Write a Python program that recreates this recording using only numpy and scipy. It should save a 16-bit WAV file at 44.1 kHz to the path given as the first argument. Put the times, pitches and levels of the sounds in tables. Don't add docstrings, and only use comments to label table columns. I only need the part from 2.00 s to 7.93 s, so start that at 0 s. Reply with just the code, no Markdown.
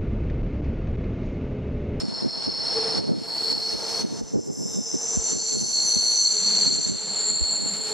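import sys
import numpy as np
from scipy import signal
from scipy.fft import rfft, irfft, next_fast_len
from scipy.io import wavfile
from scipy.ndimage import uniform_filter1d

SR = 44100
rng = np.random.default_rng(int(sys.argv[2]) if len(sys.argv) > 2 else 0)


def to_wav(s):
    ch = np.atleast_2d(s).T
    pcm = np.round(np.clip(ch, -1, 1) * 32767)
    wavfile.write(sys.argv[1], SR, pcm.astype(np.int16))


N = 261513
TIME = np.arange(N) / SR
FREQ = np.fft.rfftfreq(N, 1 / SR)
TRAIN_SPEED, SOUND_SPEED = 5.8, 343


def undb(db):
    return 10 ** (np.asarray(db) / 20)


def envelope(rows, column):
    rows = np.asarray(rows)
    return undb(np.interp(TIME, rows[:, 0], rows[:, column]))


def swell(start, end, db, growth, decay):
    return undb(db - growth * np.maximum(start - TIME, 0) - decay * np.maximum(TIME - end, 0))


def pulse(at, half_length):
    return np.exp(-.5 * np.minimum(((TIME - at) / half_length) ** 2, 100))


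def colour(points):
    hz, db = np.transpose(points)
    return undb(np.interp(np.log(FREQ + 1), np.log(hz), db))


def resonance(hz, width_hz):
    return 1 / (1 + (2 * (FREQ - hz) / width_hz) ** 2)


def noise(shape):
    size = next_fast_len(N)
    gain = np.interp(np.fft.rfftfreq(size, 1 / SR), FREQ, shape)
    x = irfft(rfft(rng.standard_normal(size)) * gain, size)[:N]
    return x / x.std()


def wander(rate_hz):
    step, size = 64, 4096
    times = TIME[::step]
    rolloff = 1 + (np.fft.rfftfreq(size, step / SR) / rate_hz) ** 4
    slow = irfft(rfft(rng.standard_normal(size)) / rolloff)
    return np.interp(TIME, times, slow[:len(times)] / slow.std())


def stereo(mid, side):
    return np.array([mid + side, mid - side])


def rolling_noise():
    # t/s, roar level/dB, hiss level/dB
    levels = [(0, -37.5, -41), (.9, -37.5, -39.5), (1.4, -35.5, -38), (1.62, -38, -39.5), (2, -37.5, -39.5),
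              (2.55, -40, -47), (3.3, -41.5, -43), (3.9, -44.5, -45.5), (4.28, -48.5, -47),
              (4.55, -42, -38.5), (4.8, -45.5, -41), (5.25, -42.5, -39.5), (5.6, -43, -44),
              (5.93, -43.5, -38.5)]
    # f/Hz, relative level/dB
    roar_spectrum = [(20, -11), (55, -16), (100, -7), (160, -2.5), (300, -1), (480, 2), (700, -1),
                     (900, -2.5), (1200, -8.5), (2000, -13.5), (4000, -63)]
    hiss_spectrum = [(400, -26), (1000, -4.5), (1300, 2.5), (1800, 0.5), (2400, -0.5), (3200, 1), (4000, 6),
                     (6700, -1.5), (8100, -4.5), (8750, 2.5), (9400, -8.5), (10000, -10.5), (12500, -35),
                     (15000, -38)]
    # f/Hz, bandwidth/Hz, lift/dB
    bogie_modes = [(687, 39, 5.5), (831, 27, 4.5), (912, 62, 5.5), (1400, 4, 7)]
    peaks = undb(sum(db * resonance(hz, width_hz) for hz, width_hz, db in bogie_modes))
    roar_shape, hiss_shape = colour(roar_spectrum), colour(hiss_spectrum)
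    roar = stereo(noise(roar_shape * peaks), undb(-4.5) * noise(roar_shape))
    side_tilt = colour([(1000, -9.5), (3200, -6.5), (6500, -9.5), (8600, -4.5), (14000, 0)])
    hiss = stereo(noise(hiss_shape * peaks), undb(-6.5) * noise(hiss_shape * side_tilt))
    roar = roar * envelope(levels, column=1) * undb(1.55 * wander(23))
    hiss = hiss * envelope(levels, column=2) * undb(1.03 * wander(23))
    return roar + hiss


def carriage_boom():
    # t/s, level/dB, half length/s
    jolts = [(4.547, -42, 0.12), (5.09, -40, 0.031), (5.332, -38.5, 0.029), (5.534, -45, 0.022),
             (5.718, -40, 0.034)]
    body = resonance(hz=199, width_hz=37)
    shaking = sum(undb(db) * pulse(at, half_length) for at, db, half_length in jolts)
    return stereo(noise(body), undb(-30) * noise(body)) * shaking


def flange_scrape():
    # hold from t/s, hold until t/s, level/dB, growth/(dB/s), decay/(dB/s)
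    contacts = [(1.285, 1.473, -45.5, 102, 12), (1.831, 1.99, -58, 36, 92), (2.564, 2.688, -43, 83, 38),
                (5.88, 5.93, -50.5, 26, 50)]
    shape = colour([(5000, -18), (8000, 8.5), (9300, -2.5), (10500, 3), (13500, -8.5), (15000, -17)])
    rubbing = sum(swell(*contact) for contact in contacts)
    return stereo(noise(shape), undb(-6) * noise(shape)) * rubbing * undb(1.2 * wander(25))


def wind_buffet():
    # t/s, pressure level/dB, half length/s, flutter level/dB
    gusts = [(0.039, 3.2, 0.013, -17), (0.107, 2, 0.048, -24), (0.254, 3, 0.018, -12),
             (0.485, 2.3, 0.0085, -12.5), (1.028, 3, 0.046, -19.5), (1.114, 6.5, 0.021, -8),
             (1.175, 2.5, 0.026, -17), (1.555, 0.7, 0.038, -26.8), (1.745, 0.5, 0.0076, -20),
             (2.056, 3.5, 0.022, -16), (2.131, 1.4, 0.048, -23), (2.219, 10.5, 0.0069, -6.5),
             (2.369, 11, 0.023, -2.4), (2.492, 10, 0.022, -8.5), (2.616, 1, 0.059, -16.5),
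             (2.778, 4.5, 0.028, -15.5), (2.952, 1.1, 0.013, -19), (3.174, 1, 0.0049, -20.5),
             (3.36, 1.5, 0.029, -21.2), (3.561, -1, 0.024, -19.5), (3.636, 0.6, 0.021, -19),
             (3.967, -4, 0.0068, -24.5), (4.703, -3.5, 0.044, -28), (4.782, -2.5, 0.022, -25.5),
             (4.922, 0, 0.035, -21.5), (5.334, -3, 0.022, -32), (5.414, 0, 0.0042, -24),
             (5.633, -5.5, 0.031, -31.5), (5.799, -4.5, 0.014, -32)]
    # f/Hz, relative level/dB
    flutter_spectrum = [(25, -48), (52, -29), (100, -8.5), (150, -1.5), (200, 3.5), (320, -3.5),
                        (450, -6.5), (650, -15.5), (900, -26.5), (1200, -36.5), (2400, -54), (5000, -88)]
    wake_db, wake_s, longest_push_s = -18.5, 0.16, 0.025
    pressure = 0
    power = undb(-55 + 6.5 * wander(22)) ** 2
    for at, push_db, half_length, flutter_db in gusts:
        eddy = pulse(at, half_length)
        wake = undb(wake_db) * (TIME > at) * np.exp(-np.abs(TIME - at) / wake_s)
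        pressure = pressure + undb(push_db) * pulse(at, min(half_length, longest_push_s))
        power = power + undb(flutter_db) ** 2 * (eddy ** 2 + wake ** 2)
    flutter = np.sqrt(power) * undb(2.85 * wander(70))
    force = np.clip(np.sqrt(power) / undb(-9.5), 0, 1)
    shape = colour(flutter_spectrum)
    small_eddies = noise(shape * colour([(120, -9), (300, -3.5), (1200, -3)]))
    large_eddies = noise(shape)
    opposed = flutter * (np.sqrt(1 - force) * large_eddies + np.sqrt(force) * small_eddies)
    thump = flutter * undb(-20) * noise(shape * colour([(60, 10), (110, 9.5), (220, -2.5), (1000, 8)]))
    imbalance = undb(-25) * opposed
    return stereo(thump - imbalance, opposed + pressure)


def trunk_echoes(hz, trunks):
    times = TIME[::16]
    abreast_s, distance, phase_turns = trunks.T[:, :, None]
    slant_range = np.hypot(TRAIN_SPEED * (times - abreast_s), distance)
    round_trip_cycles = 2 * hz * slant_range / SOUND_SPEED
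    phasors = distance / slant_range * np.exp(2j * np.pi * (phase_turns - round_trip_cycles))
    echoes = (np.interp(TIME, times, phasors.sum(axis=0)) * np.exp(2j * np.pi * hz * TIME)).real
    return echoes / echoes.std()


def wheel_mode(hz, direct_share, trunks):
    pitch = hz * (1 + .00028 * wander(6) + .00025 * wander(.6))
    tone = np.sqrt(2) * np.sin(2 * np.pi * np.cumsum(pitch) / SR) * undb(1.8 * wander(12))
    centre_offset, flank_exponent = 0.0059, 5.35
    shift = np.abs(FREQ / hz - 1 - centre_offset) / (2 * TRAIN_SPEED / SOUND_SPEED)
    band = 1 / np.sqrt(1 + shift ** flank_exponent)
    trunk_share = .25
    mid = np.sqrt(1 - trunk_share) * noise(band) + np.sqrt(trunk_share) * trunk_echoes(hz, trunks)
    echoes = stereo(mid, undb(-11.5) * noise(band)) * undb(1.37 * wander(61))
    direct_gain = np.minimum(direct_share, .95)
    return direct_gain * tone + np.sqrt(1 - direct_gain ** 2) * echoes


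def wheel_squeal():
    modes = {"groan": 425, "howl": 449, "A": 4345, "B": 5275, "C": 6037, "D": 7294, "E": 10569, "F": 3661}
    # mode, hold from t/s, hold until t/s, level/dB, growth/(dB/s), decay/(dB/s), direct share/dB
    slips = [("A", 0.096, 1.075, -27.5, 64, 95, -16), ("A", 1.304, 1.62, -22, 96, 44, -7.5),
             ("A", 1.92, 2.01, -32, 80, 42, -4), ("A", 3.41, 3.81, -24, 100, 420, -3),
             ("A", 4.007, 4.32, -22.5, 31, 89, -2.4), ("A", 4.44, 4.72, -22.5, 130, 15, -6.5),
             ("A", 5.34, 5.36, -25, 85, 14, -1.37), ("B", .04, 0.6, -29, 160, 16.4, -5.5),
             ("B", 0.9, 1.92, -35, 21, 41, -6.5), ("B", 2.67, 2.87, -27, 21, 34, -3.5),
             ("B", 3.33, 3.74, -39, 140, 64, -0.5), ("C", 1.69, 2.6, -38.5, 110, 45, -18),
             ("C", 2.54, 3.21, -28.5, 30, 180, -6), ("C", 3.35, 3.72, -25.5, 24, 28, -13),
             ("C", 3.886, 3.95, -25.5, 150, 54, -3), ("C", 4.16, 4.13, -24, 157, 30, -4.5),
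             ("C", 4.45, 4.92, -33, 158, 92, -6.5), ("D", 0, 0.2, -49.5, 60, 30, -5),
             ("D", 1.2, 1.95, -49, 97, 100, -5), ("D", 2.52, 3.76, -27.5, 47, 87, -3.5),
             ("D", 4.25, 5.01, -28, 13, 47, -6), ("D", 5.25, 5.49, -27, 64, 15.7, -7),
             ("E", 0.41, .92, -63, 15, 70, -13), ("E", 3.61, 4.05, -45, 55, 30, -3),
             ("F", 2.72, 2.78, -48, 150, 120, -2.5), ("F", 4.6, 5.3, -56, 8, 15, 2),
             ("howl", 0.796, 0.81, -33.5, 92, 42, -7), ("howl", 1.3, 2.66, -41.5, 18, 9.9, -5),
             ("howl", 3.05, 3.5, -43, 12, 58, -6), ("groan", 4.37, 5.34, -47.5, 73, 44, -7),
             ("groan", 5.85, 5.93, -37, 115, 50, -5)]
    # f/Hz, level/dB
    faint_modes = [(1152, -61.5), (2130, -64), (2819, -64), (8919, -56.5), (11353, -99)]
    # abreast at t/s, distance/m, phase/turns
    trunks = rng.uniform([-1, 3, 0], [8, 9, 1], size=(18, 3))
    squeal = sum(undb(db) * wheel_mode(hz, undb(-8), trunks) for hz, db in faint_modes)
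    for name, hz in modes.items():
        spells = [(swell(*shape), undb(direct_db)) for mode, *shape, direct_db in slips if mode == name]
        drive = np.sqrt(sum(gain ** 2 for gain, _ in spells))
        direct = np.sqrt(sum((gain * share) ** 2 for gain, share in spells))
        grip = undb(0.98 * wander(2.6))
        squeal = squeal + drive * grip * wheel_mode(hz, direct / drive, trunks)
    return squeal


def scene():
    return wheel_squeal() + rolling_noise() + flange_scrape() + carriage_boom() + wind_buffet()


def record(dry):
    ceiling_db, recovery_db_per_s, attack_s = -7.5, 32, 0.018
    wind_cut_hz, top_hz = 54, 15000
    window = int(attack_s * SR)
    power = uniform_filter1d((dry ** 2).mean(axis=0), window)
    level_db = 10 * np.log10(np.maximum(power, 1e-12))
    excess_db = np.maximum(level_db - ceiling_db, 0)
    recovery_db = recovery_db_per_s * TIME
    duck_db = np.maximum.accumulate(excess_db + recovery_db) - recovery_db
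    limited = dry * undb(-uniform_filter1d(duck_db, window))
    wind_filter = signal.butter(5, wind_cut_hz, btype="high", fs=SR, output="sos")
    top_filter = signal.ellip(8, .2, 70, top_hz, fs=SR, output="sos")
    return signal.sosfilt(top_filter, signal.sosfilt(wind_filter, limited))


dry = scene()
out = record(dry)
to_wav(out)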